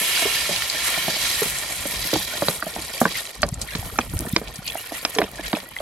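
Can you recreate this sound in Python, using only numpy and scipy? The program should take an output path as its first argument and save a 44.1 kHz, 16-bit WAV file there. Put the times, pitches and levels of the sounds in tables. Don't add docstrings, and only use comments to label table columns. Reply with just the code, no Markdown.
import sys
import numpy as np
from scipy import signal
from scipy.fft import rfft, irfft, next_fast_len
from scipy.io import wavfile

SR = 44100
rng = np.random.default_rng(int(sys.argv[2]) if len(sys.argv) > 2 else 0)


def materialize(psi):
    bounded = np.clip(np.atleast_2d(psi).T, -1, 1)
    quanta = np.round(bounded * 32767).astype(np.int16)
    wavfile.write(sys.argv[1], SR, quanta)


N = 256220

# (time [s], flow [dB], extra fine spray [dB])
JET = [(0.0, -6, 10), (0.18, 1.0, -1), (0.46, -1.5, 0), (0.72, -3.5, -2), (0.87, 0.5, 4.5),
       (1.14, -0.5, -1), (1.26, 2.5, 4), (1.68, -5, 2), (2.16, 4, -1), (2.36, 2, -3), (2.48, 3.5, -0.5),
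       (2.6, -4, 1), (2.77, 0, -4.5), (3.0, 7, -1.5), (3.08, 6.5, -6.5), (3.19, 8, -4), (3.26, -4.5, 3),
       (3.38, -4.5, -2.5), (3.55, -7.5, -4), (3.72, 1, 2), (3.86, 0.5, 2.5), (4.14, -5, 5), (4.32, 2, 1),
       (4.47, -3, -5), (4.8, 2.5, 2), (5.2, 4, -1.5), (5.34, -1.5, -4), (5.52, 5.5, 0), (5.68, -5, 0),
       (5.81, 5.5, -2)]
# (time [s], rise of the sizzle's upper half, fall of its lower half [dB])
BRIGHTNESS = [(0, -1.5), (.55, 1.5), (.95, -0.5), (1.15, 2), (1.32, 3), (1.6, -1.5), (1.9, 0.5), (2.15, 4),
              (2.5, -0.1), (3.3, 2.5), (4.4, -1.5), (5.0, -3), (5.8, -3)]
# (time [s], rise above 9.7 kHz and equal fall below it [dB])
SPRAY_TILT = [(0, 1.5), (.5, -0.24), (.9, -0.36), (1.4, -0.11), (1.8, 0.14), (2.15, 1.8), (2.5, 1.5),
              (3.2, 1.2), (3.6, -0.87), (4.2, 1.5), (5.0, 1.2), (5.8, .5)]
# (settled pitch [Hz], width [Hz], gain at depth 1 [dB])
POT_MODES = [(710, 50, 2), (1020, 160, 6.5), (1412, 65, 8.5), (1555, 105, -19.5), (1850, 44, 9.5),
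             (1930, 170, 1.5), (2304, 92, 6.5), (3110, 80, 1.5), (4260, 230, 2.5), (4720, 190, 2.5),
             (5070, 170, -4.5), (6670, 150, 2), (11220, 1600, 3.5)]
# (frequency [Hz], relative level [dB])
SPLASH_COLOUR = [(60, -2), (120, 4), (200, 1.5), (400, 5), (650, 8.5), (860, 3.5), (1050, 2), (1400, -4),
                 (2000, -30), (4000, -40)]
SIZZLE_COLOUR = [(500, -13), (1200, -7), (1800, -4.5), (2300, -0.5), (3000, -1.5), (3700, 3), (4600, 0),
                 (5400, -1.5), (7000, -6.5), (11000, -25), (16000, -50)]
SPRAY_COLOUR = [(2000, 1), (4500, -3), (6500, -1), (8500, 0.5), (11700, 3), (12800, 0), (14000, -8),
                (16000, -17.5)]
GUST_COLOUR = [(15, -29), (30, -25), (52, 0), (80, -9), (130, -9), (300, -22), (1000, -64.5)]
# (frequency [Hz], left-right likeness, clipped to 0-1 [ratio])
LIKENESS = [(100, 1.24), (600, 0.73), (1400, 0.84), (3100, 0.43), (7000, 0.23), (14000, -0.07)]
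# (frequency [Hz], left minus right [dB])
BALANCE = [(150, 1), (400, 0), (1300, -3), (2400, -4.5), (4400, -3), (8000, 1.5), (15000, -1)]
SIZZLE_EDGES = [300, 2300, 3700, 14000]
SPRAY_EDGES = [1800, 6500, 9800, 18000]
# (start [s], hold [s], level [dB])
GUSTS = [(0, 1.7, -49), (1.751, .65, -44), (2.6, .45, -47.5), (3.36, 0.095, -34.5), (3.72, 0.31, -36.5),
         (4.08, 0.061, -31), (4.3, 0.063, -41), (4.54, 0.033, -41.5), (5.15, 0.082, -42),
         (5.36, 0.095, -46.5), (5.71, .08, -42)]
# (time [s], level [dB], pitch [Hz])
BUFFETS = [(3.528, -16.5, 132), (3.795, -18, 91), (4.14, -19, 125), (4.165, -15, 77), (4.275, -22, 226),
           (4.337, -10.5, 172), (4.592, -23.5, 153)]
# (time [s], ring [Hz], ring level [dB], ring t60 [s], thump [Hz], thump level [dB])
GULPS = [(.012, 440, -45.5, 0.017, 192, -39), (.221, 680, -31, 0.064, 286, -41),
         (.253, 417, -24.5, 0.068, 188, -43), (.259, 650, -36, .04, 290, -47),
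         (0.492, 583, -34, 0.05, 365, -34), (0.509, 724, -37, 0.04, 184, -32.5),
         (.745, 617, -39, .05, 300, -51), (0.976, 660, -33.5, 0.018, 156, -38),
         (1.165, 655, -38, 0.036, 300, -53), (1.081, 664, -28, 0.036, 157, -28.5),
         (1.419, 421, -26, 0.055, 149, -35), (1.456, 413, -35, 0.061, 158, -36),
         (1.854, 552, -35.5, 0.059, 289, -37), (1.882, 340, -62, .04, 169, -53),
         (1.936, 330, -56, .04, 177, -41), (2.05, 318, -41, 0.044, 188, -44),
         (2.131, 520, -26, 0.055, 323, -27), (2.14, 400, -33, .05, 138, -33.5),
         (2.157, 780, -28.5, 0.024, 338, -26), (2.337, 625, -35, 0.017, 200, -59),
         (2.353, 590, -40.5, 0.015, 200, -60), (2.421, 567, -22, 0.032, 310, -27),
         (2.665, 660, -31.5, .04, 175, -38.5), (2.763, 705, -31.5, 0.012, 191, -37),
         (2.785, 322, -38, 0.06, 180, -46), (3.452, 415, -43, .07, 199, -50),
         (3.828, 734, -40.5, 0.024, 190, -64), (3.925, 400, -49, 0.027, 152, -48),
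         (4.136, 327, -38, 0.059, 200, -42), (4.199, 350, -38.5, 0.072, 202, -35.5),
         (4.217, 546, -46, 0.045, 260, -39), (4.25, 645, -40, 0.031, 205, -39),
         (4.268, 370, -40, 0.038, 220, -41), (4.415, 430, -35.5, 0.027, 194, -38),
         (4.754, 680, -30.5, 0.012, 200, -67), (4.92, 666, -35.5, 0.019, 307, -40),
         (5.163, 450, -30.5, 0.05, 290, -34.5), (5.188, 416.4, -22, 0.14, 325, -29.5),
         (5.2, 570, -31, .04, 330, -32.5), (5.236, 440, -35, 0.049, 202, -38),
         (5.393, 664, -41.5, 0.014, 298, -37), (5.535, 317, -24, 0.042, 193, -27),
         (5.568, 630, -30.5, 0.02, 200, -57), (5.803, 576, -33, 0.026, 196, -57)]
# (time [s], snap level [dB], snap edge [Hz], crease [Hz],
# crease level [dB], ring [Hz], ring level [dB], thump [Hz], thump level [dB])
POPS = [(2.484, -28.5, 3484, 4260, -23, 517, -23, 170, -27),
        (2.625, -28, 1520, 4500, -44, 1284, -39, 672, -35.5),
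        (3.015, -26.5, 1180, 4500, -55, 740, -20, 235, -19.5),
        (3.054, -19.5, 1560, 4500, -50, 1020, -25, 188, -24),
        (3.4314, -21, 2420, 4670, -24.5, 1144, -26, 600, -25),
        (3.751, -32.5, 3680, 4120, -33, 710, -39, 153, -30.5),
        (3.987, -20, 2120, 6100, -30.5, 796, -25, 254, -27.5),
        (4.363, -17, 4300, 4950, -21, 1050, -27.5, 341, -26),
        (5.0505, -22, 5600, 5250, -27.5, 623, -31, 293, -43),
        (5.186, -21, 3030, 5500, -31, 737, -24, 179, -29.5),
        (5.217, -26, 2260, 4000, -37, 686, -24.5, 302, -25.5),
        (5.53, -28.5, 3230, 4000, -47, 660, -27, 224, -37)]
# (time [s], level [dB], centre [Hz], t60 [s])
SPITS = [(.349, -21, 2800, .012), (.373, -25, 3300, 0.0073), (.562, -13, 3280, 0.013),
         (.621, -15.5, 2320, 0.017), (.699, -15.5, 4900, 0.015), (1.499, -19, 10300, 0.0072),
         (.941, -18, 2530, 0.039), (1.586, -20, 6300, 0.011), (2.137, -16, 3900, 0.034),
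         (3.003, -23.5, 8300, 0.14), (3.419, -22.5, 6600, 0.033), (3.489, -21.5, 6650, 0.009),
         (3.54, -32.5, 6800, 0.039), (3.615, -20.5, 6370, 0.053), (3.466, -30, 6500, 0.013),
         (3.754, -23, 4080, 0.025), (4.191, -11, 7140, 0.003), (4.207, -15, 11400, 0.004),
         (4.326, -23, 11400, 0.0088), (4.481, -31, 4250, 0.026), (4.558, -30, 6000, 0.036),
         (4.676, -26, 5500, 0.05), (5.149, -26, 5000, 0.043), (5.357, -34, 5900, 0.037),
         (5.463, -31, 4600, 0.083), (5.602, -32, 3300, 0.031)]
# (time [s], level [dB], starting pitch [Hz], t60 [s])
DRIPS = [(.699, -12, 4620, 0.027), (2.793, -24, 2300, .015), (2.821, -22, 4630, 0.02),
         (2.889, -27, 1860, 0.024), (2.981, -23, 2300, 0.022), (3.154, -19, 2040, 0.033),
         (3.178, -18.5, 4790, 0.02), (3.188, -23, 1800, .025), (3.266, -25, 3920, .02),
         (3.542, -18, 7400, 0.016), (3.721, -31, 1654, 0.089), (3.959, -26, 1320, 0.028),
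         (4.266, -26, 1730, 0.03), (4.33, -26, 3570, 0.021), (4.699, -19, 2600, 0.022),
         (4.701, -19, 3300, .022), (4.738, -31, 1820, 0.012), (4.781, -28, 2800, 0.096),
         (4.95, -22.5, 1930, .025), (4.966, -24, 2800, .025), (5.058, -23, 2320, 0.027),
         (5.386, -28, 1676, 0.078), (5.448, -26, 1660, 0.11), (5.658, -38, 1900, 0.12),
         (5.765, -14.5, 2000, 0.02), (5.787, -18, 3240, 0.015)]
# (time [s], length [s], middle bubble level [dB], centre pitch [Hz])
SPLASHES = [(3.148, .055, -31, 3270), (3.673, .07, -34.5, 2600), (4.0, 0.017, -27, 3720),
            (4.651, 0.031, -31, 3040), (4.674, 0.014, -21.5, 3870), (4.941, 0.025, -36, 2600),
            (5.224, .025, -31, 3800), (5.434, 0.046, -31, 2940), (5.544, .028, -29, 3290)]

QUENCH_S, QUENCH_WIDTH_S = 2.28, 0.71
SPLASH_DB, SPLASH_HEAT_DB = -47.5, 8.5
SIZZLE_DB, SIZZLE_HEAT_DB = -46.5, 23
SPRAY_DB, SPRAY_HEAT_DB = -41, 16
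SPLASH_FOLLOWS = 0.36
COOL_BURSTS_PER_S, HOT_BURSTS_PER_S = 520, 4500
COOL_SMOOTH, HOT_SMOOTH = 0.26, 0.75
SPRAY_SPREAD_DB, JET_FLUTTER_DB = 4.6, 1.8
SHIMMER_DB, SHIMMER_RATE_HZ = 2, 2.9
STEAM_HZ, STEAM_WIDTH_HZ, STEAM_DB, STEAM_T60_S = 2800, 410, 8, 2.8
POT_FLAT, POT_RISE_S = 0.047, 1
BREEZE_DB, GUST_ATTACK_S, GUST_T60_S = -53.5, 0.049, 1
GULP_SNAP_DB, GULP_EDGE_HZ, GULP_SOFTNESS = -11.5, 1630, 0.51
POP_RING_T60_S, POP_SOFTNESS = 0.028, 0.12
THUMP_T60_S, THUMP_RISE_S = 0.05, 0.0023
HUM_HZ, HUM_DB, HUM_T60_S = 189.4, -12.5, 0.21
TRAIL_DB, TRAIL_S, TRAIL_HZ, TRAIL_T60_S = -15.5, 0.057, 750, 0.019
SLIP_GAP_S, SLIP_LOSS_DB, SNAP_LOW_HZ, CLATTER_DB = 0.00122, 3.5, 880, -0.5
CREASE_WIDTH_HZ, CREASE_T60_S = 360, 0.021
SMALL_SPITS_PER_S, SMALL_SPIT_DB, SMALL_SPIT_SPREAD_DB = 5.2, -35, 6.0
SMALL_SPIT_HZ, SMALL_SPIT_T60_S = 6800, 0.011
SMALL_DRIPS_FROM_S, SMALL_DRIPS_PER_S = 2.7, 77
SMALL_DRIP_DB, SMALL_DRIP_HZ, SMALL_DRIP_CYCLES = -40, 2600, 48
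SPLASH_BUBBLES_PER_S, SPLASH_OCTAVES, SPLASH_CYCLES = 640, 1.33, 58
CUTOFF_HZ = 16000
SIDES = np.array([[1], [-1]])


def from_db(db):
    return 10 ** (np.asarray(db) / 20)


def rms_one(x):
    return x / np.sqrt(np.mean(x ** 2) + 1e-20)


def in_time(rows):
    s, *columns = np.transpose(rows)
    return [np.interp(np.arange(N) / SR, s, c) for c in columns]


def at_hz(points, hz):
    at, value = np.transpose(points)
    return np.interp(np.log(hz + 1), np.log(at), value)


def drift(rate):
    r = np.exp(-80 * np.pi * rate / SR)
    noise = rng.standard_normal(N // 40 + 2002)
    slow = signal.lfilter([1], [1, -2 * r, r * r], noise)[2000:]
    return np.interp(np.arange(N) / 40, np.arange(len(slow)), rms_one(slow))


def filtered(x, hz, kind, order=2):
    sos = signal.butter(order, np.clip(hz, 10, .47 * SR), kind, fs=SR, output="sos")
    return signal.sosfilt(sos, x)


def resonance(x, hz, width_hz):
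    r = np.exp(-np.pi * width_hz / SR)
    top = np.array([1, 0, -1]) * (1 - r * r) / 2
    return signal.lfilter(top, [1, -2 * r * np.cos(2 * np.pi * hz / SR), r * r], x)


def fade(t, t60):
    return np.exp(-np.log(1000) * t / t60)


def add(out, s, sound):
    i = max(round(s * SR), 0)
    out[..., i:i + sound.shape[-1]] += sound[..., :N - i]


def coloured(pair, spectrum):
    size = next_fast_len(N)
    hz = np.arange(size // 2 + 1) * SR / size
    mid, side = rfft(pair, size) * from_db(at_hz(spectrum, hz))
    alike = np.clip(at_hz(LIKENESS, hz), 0, 1)
    both = np.sqrt(1 + alike) * mid + SIDES * np.sqrt(1 - alike) * side
    both = both * from_db(SIDES * at_hz(BALANCE, hz) / 2)
    return irfft(both, size)[:, :N]


def grains(per_s, smooth, spread_db, life_s):
    sizes = from_db(spread_db * np.minimum(rng.exponential(1, N), 4.5)) * (rng.random(N) < per_s / SR)
    power = signal.lfilter([1], [1, -np.exp(-2 / (life_s * SR))], sizes ** 2 + 1e-18) / per_s
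    smooth = np.clip(smooth, 0, 1)
    return np.sqrt(smooth + (1 - smooth) * power / power.mean()) * rng.standard_normal((2, N))


def fizz(edges_hz, per_s, smooth, spread_db, life_s, flutter_db):
    total = 0
    for band in zip(edges_hz, edges_hz[1:]):
        bursts = filtered(grains(per_s, smooth, spread_db, life_s), band, "band")
        total = total + bursts * from_db(flutter_db * (1 - smooth) * drift(39.0))
    return total


def pot(x, depth=1.0, size=2048):
    out = x + 1e-18
    for hz, width_hz, db in POT_MODES:
        r, state = np.exp(-np.pi * width_hz / SR), np.zeros((2, 2))
        top = (from_db(depth * db) - 1) * np.array([1, 0, -1]) * (1 - r * r) / 2
        for i in range(0, N, size):
            now_hz = hz * (1 - POT_FLAT * np.exp(-i / SR / POT_RISE_S))
            poles = [1, -2 * r * np.cos(2 * np.pi * now_hz / SR), r * r]
            ring, state = signal.lfilter(top, poles, out[:, i:i + size], zi=state)
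            out[:, i:i + size] += ring
    return out


def between_walls(x, echo_db=-5.0, t60=0.023, count=40):
    t = np.arange(round(.04 * SR)) / SR
    echoes = np.zeros(len(t))
    echoes[rng.integers(0, len(t), count)] = rng.choice([-1, 1], count)
    echoes = echoes * fade(t, t60)
    echoes = echoes[None] / np.linalg.norm(echoes)
    return rms_one(x + from_db(echo_db) * signal.fftconvolve(x, echoes, axes=1)[:, :N])


def wandering(x, edges_hz):
    out = 0
    for hz in edges_hz:
        low = filtered(x, hz, "low", order=1)
        out, x = out + low * from_db(SHIMMER_DB * drift(SHIMMER_RATE_HZ)), x - low
    return out + x * from_db(SHIMMER_DB * drift(SHIMMER_RATE_HZ))


def tilted(x, hz, order_db):
    lower, upper = (filtered(x, hz, kind, order=3) for kind in ("low", "high"))
    return lower * from_db(-order_db) + upper * from_db(order_db)


def bubbles(per_s, spread_db, cycles, low_hz, high_hz, count=30):
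    sizes = from_db(spread_db * np.minimum(rng.exponential(1, N), 3)) * rng.choice([-1, 1], N)
    born = rng.random(N) < per_s * from_db(4 * drift(12)) / SR
    dealt = rng.integers(0, count, N)
    pans = from_db(rng.normal(0.15, 4.6, (count, 1, 1)) * SIDES)
    total = 0
    for k, hz in enumerate(np.geomspace(low_hz, high_hz, count)):
        ring = resonance(sizes * born * (dealt == k) + 1e-18, hz, hz / cycles)
        total = total + pans[k] * ring / hz ** 0.25
    return rms_one(total)


def frying_water():
    t = np.arange(N) / SR
    flow_db, extra_spray_db = in_time(JET)
    bright_db, = in_time(BRIGHTNESS)
    tilt_db, = in_time(SPRAY_TILT)
    heat = 1 / (1 + np.exp((t - QUENCH_S) / QUENCH_WIDTH_S))
    splash_db = SPLASH_DB + SPLASH_HEAT_DB * heat + SPLASH_FOLLOWS * flow_db
    sizzle_db = SIZZLE_DB + SIZZLE_HEAT_DB * heat + flow_db
    spray_db = SPRAY_DB + SPRAY_HEAT_DB * heat + flow_db + extra_spray_db
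    per_s = COOL_BURSTS_PER_S * (HOT_BURSTS_PER_S / COOL_BURSTS_PER_S) ** heat
    smooth = COOL_SMOOTH + (HOT_SMOOTH - COOL_SMOOTH) * heat ** 2
    flutter = drift(28.6) * (1 - smooth)

    splash = coloured(grains(per_s / 4, smooth, spread_db=0.5, life_s=0.005), SPLASH_COLOUR)
    splash = rms_one(pot(splash, depth=0.44))

    sizzle = fizz(SIZZLE_EDGES, per_s, smooth, spread_db=4.0, life_s=0.0017, flutter_db=3.5)
    sizzle = between_walls(pot(coloured(sizzle, SIZZLE_COLOUR), depth=1.1), echo_db=-6.5)
    sizzle = tilted(sizzle, 3330, bright_db)
    steam = fade(t, STEAM_T60_S) * resonance(sizzle, STEAM_HZ, STEAM_WIDTH_HZ)
    sizzle = sizzle + from_db(STEAM_DB) * steam

    spray = fizz(SPRAY_EDGES, per_s, smooth, SPRAY_SPREAD_DB, life_s=0.00094, flutter_db=4.0)
    spray = between_walls(pot(coloured(spray, SPRAY_COLOUR), depth=0.72), echo_db=-9.0)
    spray = wandering(tilted(spray, 9700, tilt_db), [7000, 11000])

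    big = bubbles(per_s=82, spread_db=6.5, cycles=17, low_hz=470, high_hz=2000)
    small = bubbles(per_s / 7, spread_db=5.5, cycles=130, low_hz=1894, high_hz=5000)
    foam = bubbles(per_s=650, spread_db=5.5, cycles=28, low_hz=1501, high_hz=5760)
    foam = rms_one(pot(foam, depth=0.87))
    wetness_db = -14 * smooth
    return (from_db(splash_db + 4.9 * flutter) * splash
            + from_db(splash_db - 4.0) * big
            + from_db(sizzle_db + JET_FLUTTER_DB * flutter) * sizzle
            + from_db(sizzle_db + wetness_db - 2.5) * small
            + from_db(sizzle_db + wetness_db + 0.5) * foam
            + from_db(spray_db + JET_FLUTTER_DB * flutter) * spray)


def wind(lumpy_db=4.0, own_db=-11):
    t = np.arange(N) / SR
    strength = from_db(BREEZE_DB)
    for s, hold_s, db in GUSTS:
        attack = np.clip((t - s) / GUST_ATTACK_S, 0, 1)
        release = fade(np.maximum(t - s - GUST_ATTACK_S - hold_s, 0), GUST_T60_S)
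        strength = np.maximum(strength, from_db(db) * attack * release)
    shared, other = (rms_one(coloured(pair, GUST_COLOUR)) for pair in rng.standard_normal((2, 2, N)))
    rumble = shared + from_db(own_db) * other * SIDES
    out = strength * from_db(lumpy_db * drift(12.6)) * rumble
    for s, db, hz in BUFFETS:
        turns = (t - s) * hz
        out = out + from_db(db) * np.sin(2 * np.pi * turns) * np.exp(-np.minimum((turns / 0.5) ** 2, 50))
    return out


def from_the_right(x, pan_db, lag_s):
    at = np.arange(N)
    return np.array([from_db(-pan_db) * np.interp(at - lag_s * SR, at, x), from_db(pan_db) * x])


def bottle(wall_t60=0.015, snap_t60=0.024, slosh_t60=0.037, soft_attack_s=0.0032, sag=0.2, count=26):
    out, t = np.zeros(N), np.arange(round(.18 * SR)) / SR
    window = .025 * SR

    def at_level(x, db):
        return from_db(db) * x * np.sqrt(window / np.sum(x ** 2))

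    def modes(low_hz, high_hz, t60, chance, tilt):
        hz = low_hz * (high_hz / low_hz) ** ((np.arange(count) + chance[0]) / count)
        strength = (0.058 + chance[1]) * np.sign(chance[2] - .5) * (hz / low_hz) ** tilt
        brief = t[:len(t) // 4]
        rings = np.sin(2 * np.pi * hz[:, None] * brief) * fade(brief, t60 * np.sqrt(low_hz / hz)[:, None])
        return np.pad(strength @ rings, (0, len(t) - len(brief)))

    def sinking(hz, t60):
        pitch = hz * (1 + sag * (np.exp(-t / 0.0067) - .4))
        return np.sin(2 * np.pi * np.cumsum(pitch) / SR) * fade(t, t60)

    def trail(count=5):
        when, pitch = rng.random((2, count, 1))
        age = np.maximum(t - TRAIL_S * when, 0)
        rings = np.sin(2 * np.pi * TRAIL_HZ * 2 ** (2 * pitch - 1) * age) * fade(age, TRAIL_T60_S)
        return np.sum(rings * np.exp(-when), axis=0)

    def slips(count=4):
        clicks, gaps = np.zeros(len(t)), SLIP_GAP_S * (.5 + rng.random(count))
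        clicks[((np.cumsum(gaps) - gaps[0]) * SR).astype(int)] = from_db(-SLIP_LOSS_DB * np.arange(count))
        return clicks

    def blow(ring_hz, ring_db, ring_t60, thump_hz, thump_db, edge_hz, snap_db, crease_hz, crease_db, softness):
        dent, noise = rng.random((6, count)), rng.standard_normal(len(t))
        swell, late = 1 - np.exp(-t / (soft_attack_s * softness)), 1 - np.exp(-t / 0.012)
        ring = sinking(ring_hz, ring_t60) * swell
        thump = -sinking(thump_hz, THUMP_T60_S) * (1 - np.exp(-t / THUMP_RISE_S))
        hum = np.sin(2 * np.pi * HUM_HZ * t) * fade(t, HUM_T60_S) * late
        wall = modes(311.0, 1140, wall_t60, dent[:3], tilt=0.52) * swell
        clatter = at_level(modes(995, edge_hz * 1.416, snap_t60, dent[3:], tilt=0.56), CLATTER_DB)
        crack = filtered(filtered(slips(), SNAP_LOW_HZ, "high"), edge_hz, "low", order=1)
        snap = filtered(at_level(crack, 0) + clatter, edge_hz * 1.22, "low", order=4)
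        slosh = filtered(noise, [120, 650], "band") * fade(t, slosh_t60) * late
        crease_band = [crease_hz - CREASE_WIDTH_HZ, crease_hz + CREASE_WIDTH_HZ]
        crease = filtered(noise * fade(t, CREASE_T60_S), crease_band, "band")
        return (at_level(ring, ring_db) + at_level(thump, thump_db)
                + at_level(hum, thump_db + HUM_DB) + at_level(slosh, thump_db - 2.5)
                + at_level(trail(), ring_db + TRAIL_DB) + at_level(crease, crease_db)
                + at_level(wall, ring_db - 6 - 7 * softness) + at_level(snap, snap_db))

    for s, ring_hz, ring_db, ring_t60, thump_hz, thump_db in GULPS:
        add(out, s, blow(ring_hz, ring_db, ring_t60, thump_hz, thump_db, GULP_EDGE_HZ,
                         ring_db + GULP_SNAP_DB, 4400, ring_db - 28, GULP_SOFTNESS))
    for s, snap_db, edge_hz, crease_hz, crease_db, ring_hz, ring_db, thump_hz, thump_db in POPS:
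        add(out, s, blow(ring_hz, ring_db, POP_RING_T60_S, thump_hz, thump_db, edge_hz,
                         snap_db, crease_hz, crease_db, POP_SOFTNESS))
    return from_the_right(filtered(out, 73, "high"), pan_db=1.2, lag_s=.00007)


def spits(width=1.6, skirt_db=-12.0):
    out, t = np.zeros((2, N)), np.arange(round(.2 * SR)) / SR
    rows = list(SPITS)
    for when, size, pitch, length in rng.random((round(SMALL_SPITS_PER_S * N / SR), 4)):
        db = SMALL_SPIT_DB + SMALL_SPIT_SPREAD_DB * (2 * size - 1)
        hz = SMALL_SPIT_HZ * 2 ** (2 * pitch - 1)
        rows.append((when * N / SR, db, hz, SMALL_SPIT_T60_S * (.5 + length)))
    for (s, db, hz, t60), (mid, side) in zip(rows, rng.standard_normal((len(rows), 2, len(t)))):
        noise = mid + 0.8 * side * SIDES
        core = rms_one(filtered(noise, [hz / width, hz * width], "band"))
        steam = core + from_db(skirt_db) * filtered(noise, 900, "high")
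        add(out, s, from_db(db) * steam * fade(t, t60))
    return pot(out, depth=0.77)


def clusters(spread_db=12):
    rows = []
    for (s, length_s, db, centre_hz), chance in zip(SPLASHES, rng.random((len(SPLASHES), 64, 3))):
        when, size, pitch = chance[:max(round(SPLASH_BUBBLES_PER_S * length_s), 1)].T
        hz = centre_hz * 2 ** (SPLASH_OCTAVES * (pitch - .5))
        rows += zip(s + when * length_s, db + spread_db * (size - .5), hz, SPLASH_CYCLES / hz)
    return rows


def drips(rise=0.146, follows=0.65, spread_db=12):
    out, t = np.zeros((2, N)), np.arange(round(.1 * SR)) / SR
    span_s = N / SR - SMALL_DRIPS_FROM_S
    when, size, pitch = rng.random((round(SMALL_DRIPS_PER_S * span_s), 3)).T
    times, pitches = SMALL_DRIPS_FROM_S + when * span_s, SMALL_DRIP_HZ * 2 ** (2 * pitch - 1)
    flow_db = np.interp(times, *np.transpose(JET)[:2])
    levels_db = SMALL_DRIP_DB + spread_db * (size - .5) + follows * flow_db
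    small = zip(times, levels_db, pitches, SMALL_DRIP_CYCLES / pitches)
    for s, db, hz, t60 in [*DRIPS, *clusters(), *small]:
        place = rng.normal(0, 0.78) * SIDES
        phase = 2 * np.pi * hz * (t + rise * t * t / (2 * t60)) + place
        add(out, s, from_db(db) * np.sin(phase) * fade(t, t60) * (1 - np.exp(-t / 0.00031)))
    return out


def terrace(x, wet_db=-9.5, t60=0.074, dull_hz=2200):
    t = np.arange(round(.25 * SR)) / SR
    mid, side = rng.standard_normal((2, len(t)))
    scatter = (mid + 0.084 * side * SIDES) * fade(t, t60) * (t > .003)
    tail = filtered(scatter, dull_hz, "low", order=1)
    tail = tail / np.sqrt(np.sum(fade(t, t60) ** 2))
    return x + from_db(wet_db) * signal.fftconvolve(x, tail, axes=1)[:, :N]


def scene():
    return frying_water() + terrace(bottle() + spits() + drips()) + wind()


def record(dry):
    low_pass = signal.ellip(10, .1, 80, CUTOFF_HZ, fs=SR, output="sos")
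    return signal.sosfilt(low_pass, np.clip(dry, -1, 1))


dry = scene()
out = record(dry)
materialize(out)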